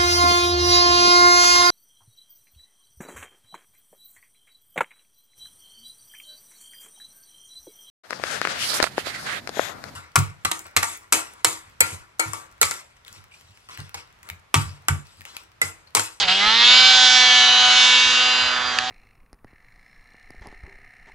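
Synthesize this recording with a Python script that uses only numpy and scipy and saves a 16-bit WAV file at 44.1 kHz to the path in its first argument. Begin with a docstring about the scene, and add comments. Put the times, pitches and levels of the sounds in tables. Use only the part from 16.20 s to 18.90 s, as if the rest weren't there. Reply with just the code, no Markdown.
"""A two-stroke twin snowmobile in deep snow, heard from a camera's stereo microphone in light wind.
At first the throttle dips, and a gust buffets the microphone as the revs climb. By 0.6 s the throttle is
fully open and the clutch holds the speed, each firing barking through the exhaust with a rasp of gas.
The machine draws away through more gusts; from about 2 s its tone fades and dulls behind firs.
Just before the end there is one sharp tick close by."""
import sys
import numpy as np
from scipy import signal
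from scipy.fft import rfft, irfft
from scipy.io import wavfile

SR = 44100
rng = np.random.default_rng(int(sys.argv[2]) if len(sys.argv) > 2 else 0)


def store_wav(level_fs):
    """Save 16-bit WAV to argv[1]."""
    pcm = np.round(np.clip(np.atleast_2d(level_fs), -1, 1) * 32767)
    wavfile.write(sys.argv[1], SR, pcm.T.astype(np.int16))


N = 119070
T = np.arange(N) / SR
HZ = np.maximum(np.arange(N // 2 + 1) * SR / N, 1)


def from_db(db):
    """Decibels to gain."""
    return 10 ** (np.asarray(db) / 20)


def in_time(rows, t=T):
    """The columns of a time table, joined by straight lines."""
    times, *columns = np.transpose(rows)
    return np.array([np.interp(t, times, column) for column in columns])


def at_hz(points, hz):
    """A spectrum table read on a log-frequency axis."""
    f, value = np.transpose(points)
    return np.interp(np.log(hz), np.log(f), value)


def drift(per_s, t=T):
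    """Smooth random wandering of spread 1."""
    grid_hz = 2000
    pole = np.exp(-2 * np.pi * per_s / grid_hz)
    slow = signal.lfilter([1], [1, -2 * pole, pole * pole], rng.standard_normal(8000))[2500:]
    return np.interp(t * grid_hz, np.arange(len(slow)), (slow - slow.mean()) / slow.std())


def noise(spectrum):
    """Noise with a given level per Hz."""
    return irfft(rfft(rng.standard_normal(N)) * from_db(at_hz(spectrum, HZ)) * np.sqrt(SR / 2), N)


# Wind right on the microphone, before pan and gusts: f/Hz, level/dB per Hz
WIND_SPECTRUM = [(15, -88), (30, -81), (55, -77.5), (90, -73.5), (130, -82), (200, -83), (320, -95),
                 (800, -115)]
# Gusts at the right port: t/s, half length/s, gain/dB
WIND_GUSTS = [(0.282, 0.017, 26.5), (0.608, 0.15, 12), (1.164, 0.054, 14), (1.864, 0.038, 16),
              (2.242, 0.028, 18.5)]
def wind():
    """Lumpy rumble, separate at each microphone port; breeze and gusts hit the right one harder."""
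    breeze = np.array([noise(WIND_SPECTRUM) * from_db(side_db - 3.5 * drift(per_s=4.6))
                       for side_db in (-5, 5)])
    push = sum(from_db(db) * np.exp(-.5 * ((T - s) / width) ** 2) for s, width, db in WIND_GUSTS)
    eddies = signal.sosfilt(signal.butter(2, 120, fs=SR, output="sos"), noise(WIND_SPECTRUM))
    return breeze + push * eddies * np.array([[0.19], [1]])


# Modes of the small thing near the microphone: f/Hz, level/dB, t60/s
TICK_RING = [(1750, -10, 0.015), (2630, -4.5, 0.007), (3080, -18.5, 0.006), (3780, -14, 0.0041),
             (4700, -9.5, 0.0078)]
def tick(at_s=2.5865, attack_s=0.0009, crack_db=-3, crack_t60_s=0.011):
    """Something small and hard snaps close by: a dry crack that rings only briefly."""
    age = np.maximum(T - at_s, 0)
    crack = from_db(crack_db - 60 * age / crack_t60_s) * rng.standard_normal(N)
    out = signal.sosfilt(signal.butter(2, (1700, 5800), "band", fs=SR, output="sos"), crack + 1e-18)
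    for k, (hz, db, t60) in enumerate(TICK_RING):
        decay = from_db(db - 60 * (age - attack_s) / t60)
        out += (-1) ** k * decay * np.sin(2 * np.pi * hz * age)
    return out * np.minimum(age / attack_s, 1) ** 2


# Balance of the microphone ports: f/Hz, left minus right/dB
MIC_BALANCE = [(60, -31), (88, 3), (130, 5.5), (190, -4), (280, 0.5), (420, -3.5), (610, -3), (910, -4),
               (1330, -7), (1970, -6.5), (2900, 6), (4270, -7.5), (6290, -8), (9270, -2)]
# Phase between the ports: f/Hz, lead of the left/rad
MIC_PHASE = [(200, -0.22), (900, -0.34), (1700, -0.39), (2000, 0.83), (2600, 0.94), (3000, -.3),
             (3600, -0.65), (4600, -0.083), (6000, -0.1), (7300, 0.74), (8800, -0.61)]
def microphone_ports(x):
    """The camera body gives each port its own colour and phase."""
    lean = from_db(at_hz(MIC_BALANCE, HZ) / 2) * np.exp(.5j * at_hz(MIC_PHASE, HZ))
    pair = np.array([lean, 1 / lean])
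    return irfft(rfft(x) * pair / abs(pair.mean(axis=0)), N)


def band_shares(hz):
    """How much a frequency belongs to bass, middle, bite and treble."""
    crossovers_hz = (293, 850), (1750, 2900), (4600, 5560)
    over_bass, over_middle, treble = (np.interp(hz, edges, [0, 1]) for edges in crossovers_hz)
    return np.array([1 - over_bass, over_bass - over_middle, over_middle - treble, treble])


# The notch at the microphone climbs as the machine draws away: t/s, f/Hz
SNOW_NOTCH = [(.3, 600), (.65, 960), (1.15, 1560), (1.8, 1970), (2.7, 2230)]
def snow_reflection_db(hz, t, depth_db=-7, width_octaves=0.048):
    """Sound reflected off the snow partly cancels a narrow band and its octave in the middle range."""
    octaves = np.log2(hz / in_time(SNOW_NOTCH, t)[0])
    dips = sum(np.exp(-.5 * ((octaves - n) / width_octaves) ** 2) for n in (0, 1))
    return band_shares(hz)[1] * depth_db * dips


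# The engine from the open snow into the firs: t/s, then relative level/dB of middle, bite, treble
ENGINE_LEVELS = [(0, -27.5, -18, -20.5), (0.04, -23.5, -17, -33.5), (0.07, -33.5, -29, -33.5),
                 (0.085, -23.5, -15, -28), (0.16, -34, -20, -28.5), (0.25, -26, -19.5, -28),
                 (0.39, -30, -17, -28.5), (0.5, -19, -14, -24), (0.56, -17.5, -12.5, -22),
                 (0.72, -18.5, -14, -20.5), (0.93, -19, -16, -17), (1.08, -19, -16, -21),
                 (1.2, -19, -15, -19.5), (1.32, -17.5, -17.5, -25.5), (1.63, -17.5, -15, -18),
                 (1.95, -19, -18.5, -23), (2.22, -19, -22, -28.5), (2.4, -19.5, -27.5, -33.5),
                 (2.55, -23, -29, -34), (2.7, -29, -28, -35.5)]
def swing_db(t, bass_follows=0.18):
    """Engine loudness in the four bands around their means; the bass weakly follows the middle."""
    db = in_time(ENGINE_LEVELS, t)
    db -= db.mean(axis=1, keepdims=True)
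    return np.vstack([bass_follows * db[0], db])


# Rush of exhaust gas, before swing and share: f/Hz, level/dB per Hz
GAS_SPECTRUM = [(200, -74), (310, -80), (400, -69.5), (550, -70.5), (720, -66), (1000, -64), (1500, -60),
                (2000, -61), (2500, -61), (3100, -57), (3900, -58), (4600, -60), (5600, -66), (7200, -71),
                (8000, -78), (8900, -82), (9800, -92)]
# Its share, largest with the throttle half shut: t/s, gain/dB
GAS_SHARE = [(0, 3.5), (.12, 2.5), (.25, 1.3), (.45, -1), (.6, -2), (1.5, -2.5), (2.1, -2.5), (2.7, -.5)]
def exhaust_rasp(phase, pulsing=0.1, behind_firs_s=1.8):
    """A puff of turbulent gas with each firing; one cylinder barks harder, so the middle range lopes."""
    puffs = np.exp(pulsing * np.cos(phase))
    gas = rfft(rng.standard_normal(N) * puffs / np.sqrt(np.mean(puffs ** 2)))
    bands = irfft(gas * from_db(at_hz(GAS_SPECTRUM, HZ)) * np.sqrt(SR / 2) * band_shares(HZ), N)
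    lope = np.where(T > behind_firs_s, 0.39, 0.084)
    bands[1] *= (1 + lope * np.cos(phase / 2)) / np.sqrt(1 + lope ** 2 / 2)
    return (bands * from_db(swing_db(T) + in_time(GAS_SHARE))).sum(axis=0)


# Overtones that swell and die away: middle t/s, length/s, multiple of the firing rate, peak level/dB
WHINE_SWELLS = [(0.229, 0.043, 10, -22.5), (0.282, 0.13, 6, -25), (0.292, 0.15, 4, -27.5),
                (0.465, 0.12, 14, -19.5), (0.498, 0.055, 15, -18.5), (0.598, 0.25, 12, -18.5),
                (0.623, 0.78, 16, -21.5), (0.75, 0.51, 6, -23), (0.845, 0.7, 14, -19.5),
                (0.9, 0.27, 21, -27), (1.068, 0.39, 9, -23.5), (1.115, 0.43, 7, -24.5),
                (1.116, .24, 13, -19.5), (1.32, 0.44, 16, -21.5), (1.398, .6, 12, -19.5),
                (1.664, 0.43, 9, -24.5), (1.668, 0.29, 14, -21.5), (1.794, 0.3, 15, -22.5),
                (1.896, 0.71, 11, -22.5), (2.01, 0.76, 19, -28.5), (1.2, 0.55, 24, -29.5),
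                (2.1, 0.49, 12, -26), (2.16, .32, 16, -27.5), (.62, 0.29, 20, -26), (0.089, 0.2, 4, -33.5),
                (.94, 0.14, 18, -25.5), (2.488, .1, 19, -32)]
def whine_db(k, t):
    """Level of harmonic k where it swells into a whine: a rounded arch, 6 dB down at its ends."""
    arches = [db - 6 * abs(2 * (t - s) / length) ** 3
              for s, length, multiple, db in WHINE_SWELLS if multiple == k]
    return np.max(arches + [np.full(len(t), -np.inf)], axis=0)


# Exhaust harmonics at part throttle: multiple of the firing rate, base level/dB
PART_THROTTLE_TONE = [(1, -44.5), (2, -46), (4, -29.5), (6, -29.5), (8, -27.5), (12, -36), (15, -30.5),
                      (17, -32), (20, -36.5), (28, -43), (36, -80)]
# The same flat out: multiple, base level/dB
FULL_THROTTLE_TONE = [(1, -46), (2, -46), (4, -37), (5, -36), (6, -33), (8, -38), (9, -34.5), (10, -36),
                      (11, -31.5), (13, -27.5), (15, -27.5), (17, -32.5), (19, -34.5), (20, -40.5),
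                      (24, -41), (29, -44), (31, -108), (35, -56.5), (38, -71.5)]
# Clarity of the harmonics, which grows as the throttle opens: t/s, gain/dB
TONE_CLARITY = [(0, -12), (.12, 1.5), (.22, 1.5), (.45, 4), (.6, 1), (2.7, -2)]
# Unequal cylinders add lines halfway between the harmonics: t/s, level/dB relative to them
HALF_LINES = [(0, -14), (.3, -10.5), (.6, -11), (1.4, -11.5), (2.0, -10), (2.7, -5)]
def exhaust_line_db(k, shares, t, on_pipe_s=0.44):
    """Level at k times the firing rate; the tone switches as the revs reach the tuning of the pipe."""
    db = np.where(t > on_pipe_s, at_hz(FULL_THROTTLE_TONE, k), at_hz(PART_THROTTLE_TONE, k))
    db += (shares * swing_db(t)).sum(axis=0) + in_time(TONE_CLARITY, t)[0]
    if k % 1:
        db += in_time(HALF_LINES, t)[0] + 5.5 * shares[1]   # stronger in the middle range
    return db


# The third harmonic, the low voice of the pipe: t/s, level/dB
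PIPE_VOICE = [(0, -47), (.4, -44), (.55, -34), (.7, -28), (1.2, -30), (1.5, -27), (1.65, -37), (1.88, -54),
              (2.05, -33), (2.3, -46), (2.68, -32)]
def exhaust_note(rate, phase, fade_db=2.2, flutter_db=1.5, smear_rad=1.23):
    """The bark from across the snow: harmonics and half lines, each fading and fluttering on its own."""
    t, rate = T[::64], rate[::64]
    out = np.zeros(N)
    for k in np.arange(1, 39, 0.5):
        shares = band_shares(k * rate)
        unrest = 1 - 0.32 * shares[0]   # the bass is steadier
        db = exhaust_line_db(k, shares, t) + snow_reflection_db(k * rate, t)
        db += unrest * fade_db * drift(per_s=2.2, t=t)
        if k == 3:
            db = in_time(PIPE_VOICE, t)[0]
        db = np.maximum(db, whine_db(k, t))
        db += unrest * flutter_db * drift(per_s=30, t=t)
        # the path to the microphone smears each pulse
        smear = np.interp(T, t, smear_rad * unrest * drift(per_s=0.75, t=t))
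        half_line_phase = (k % 1) * rng.uniform(0, 2.36) * 2 * np.pi
        out += np.interp(T, t, from_db(db)) * np.sqrt(2) * np.sin(k * phase + smear + half_line_phase)
    return out


# Engine speed, dipping, climbing, then held by the clutch: t/s, firing rate f/Hz
FIRING_RATE = [(0, 208.1), (0.025, 200.0), (0.075, 181.3), (0.125, 189.6), (0.16, 191.8), (0.335, 226.3),
               (0.4, 234.6), (0.49, 246.0), (0.585, 254.9), (0.7, 255.1), (0.89, 251.6), (0.96, 252.3),
               (1.12, 249.2), (1.31, 248.4), (1.4, 249.9), (1.49, 248.1), (1.63, 250.2), (1.78, 248.9),
               (1.91, 251.6), (1.97, 250.6), (2.2, 252.5), (2.4, 250.7), (2.6, 250.4), (2.7, 252.3)]
def firings(wobble_hz=0.34, jitter_cycles=0.0013):
    """Rate and phase of the twin's firings, with unsteady speed and ignition."""
    rate = in_time(FIRING_RATE)[0] + wobble_hz * drift(per_s=25)
    cycles = np.cumsum(rate) / SR + jitter_cycles * drift(per_s=150)
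    return rate, 2 * np.pi * cycles


def scene():
    """The engine out on the snow, the tick close by and the wind on the microphone itself."""
    rate, phase = firings()
    engine = exhaust_note(rate, phase) + exhaust_rasp(phase)
    scattered = from_db(-13) * exhaust_rasp(phase) * np.array([[1], [-1]])
    return microphone_ports(engine + tick()) + scattered + wind()


def record(dry, overload=1.21, cutoff_hz=9650):
    """The camera clips any peak past its overload point and cuts the top."""
    clipped = np.clip(dry, -overload, overload)
    return signal.sosfilt(signal.ellip(10, .1, 80, cutoff_hz, fs=SR, output="sos"), clipped)


dry = scene()
out = record(dry)
store_wav(out)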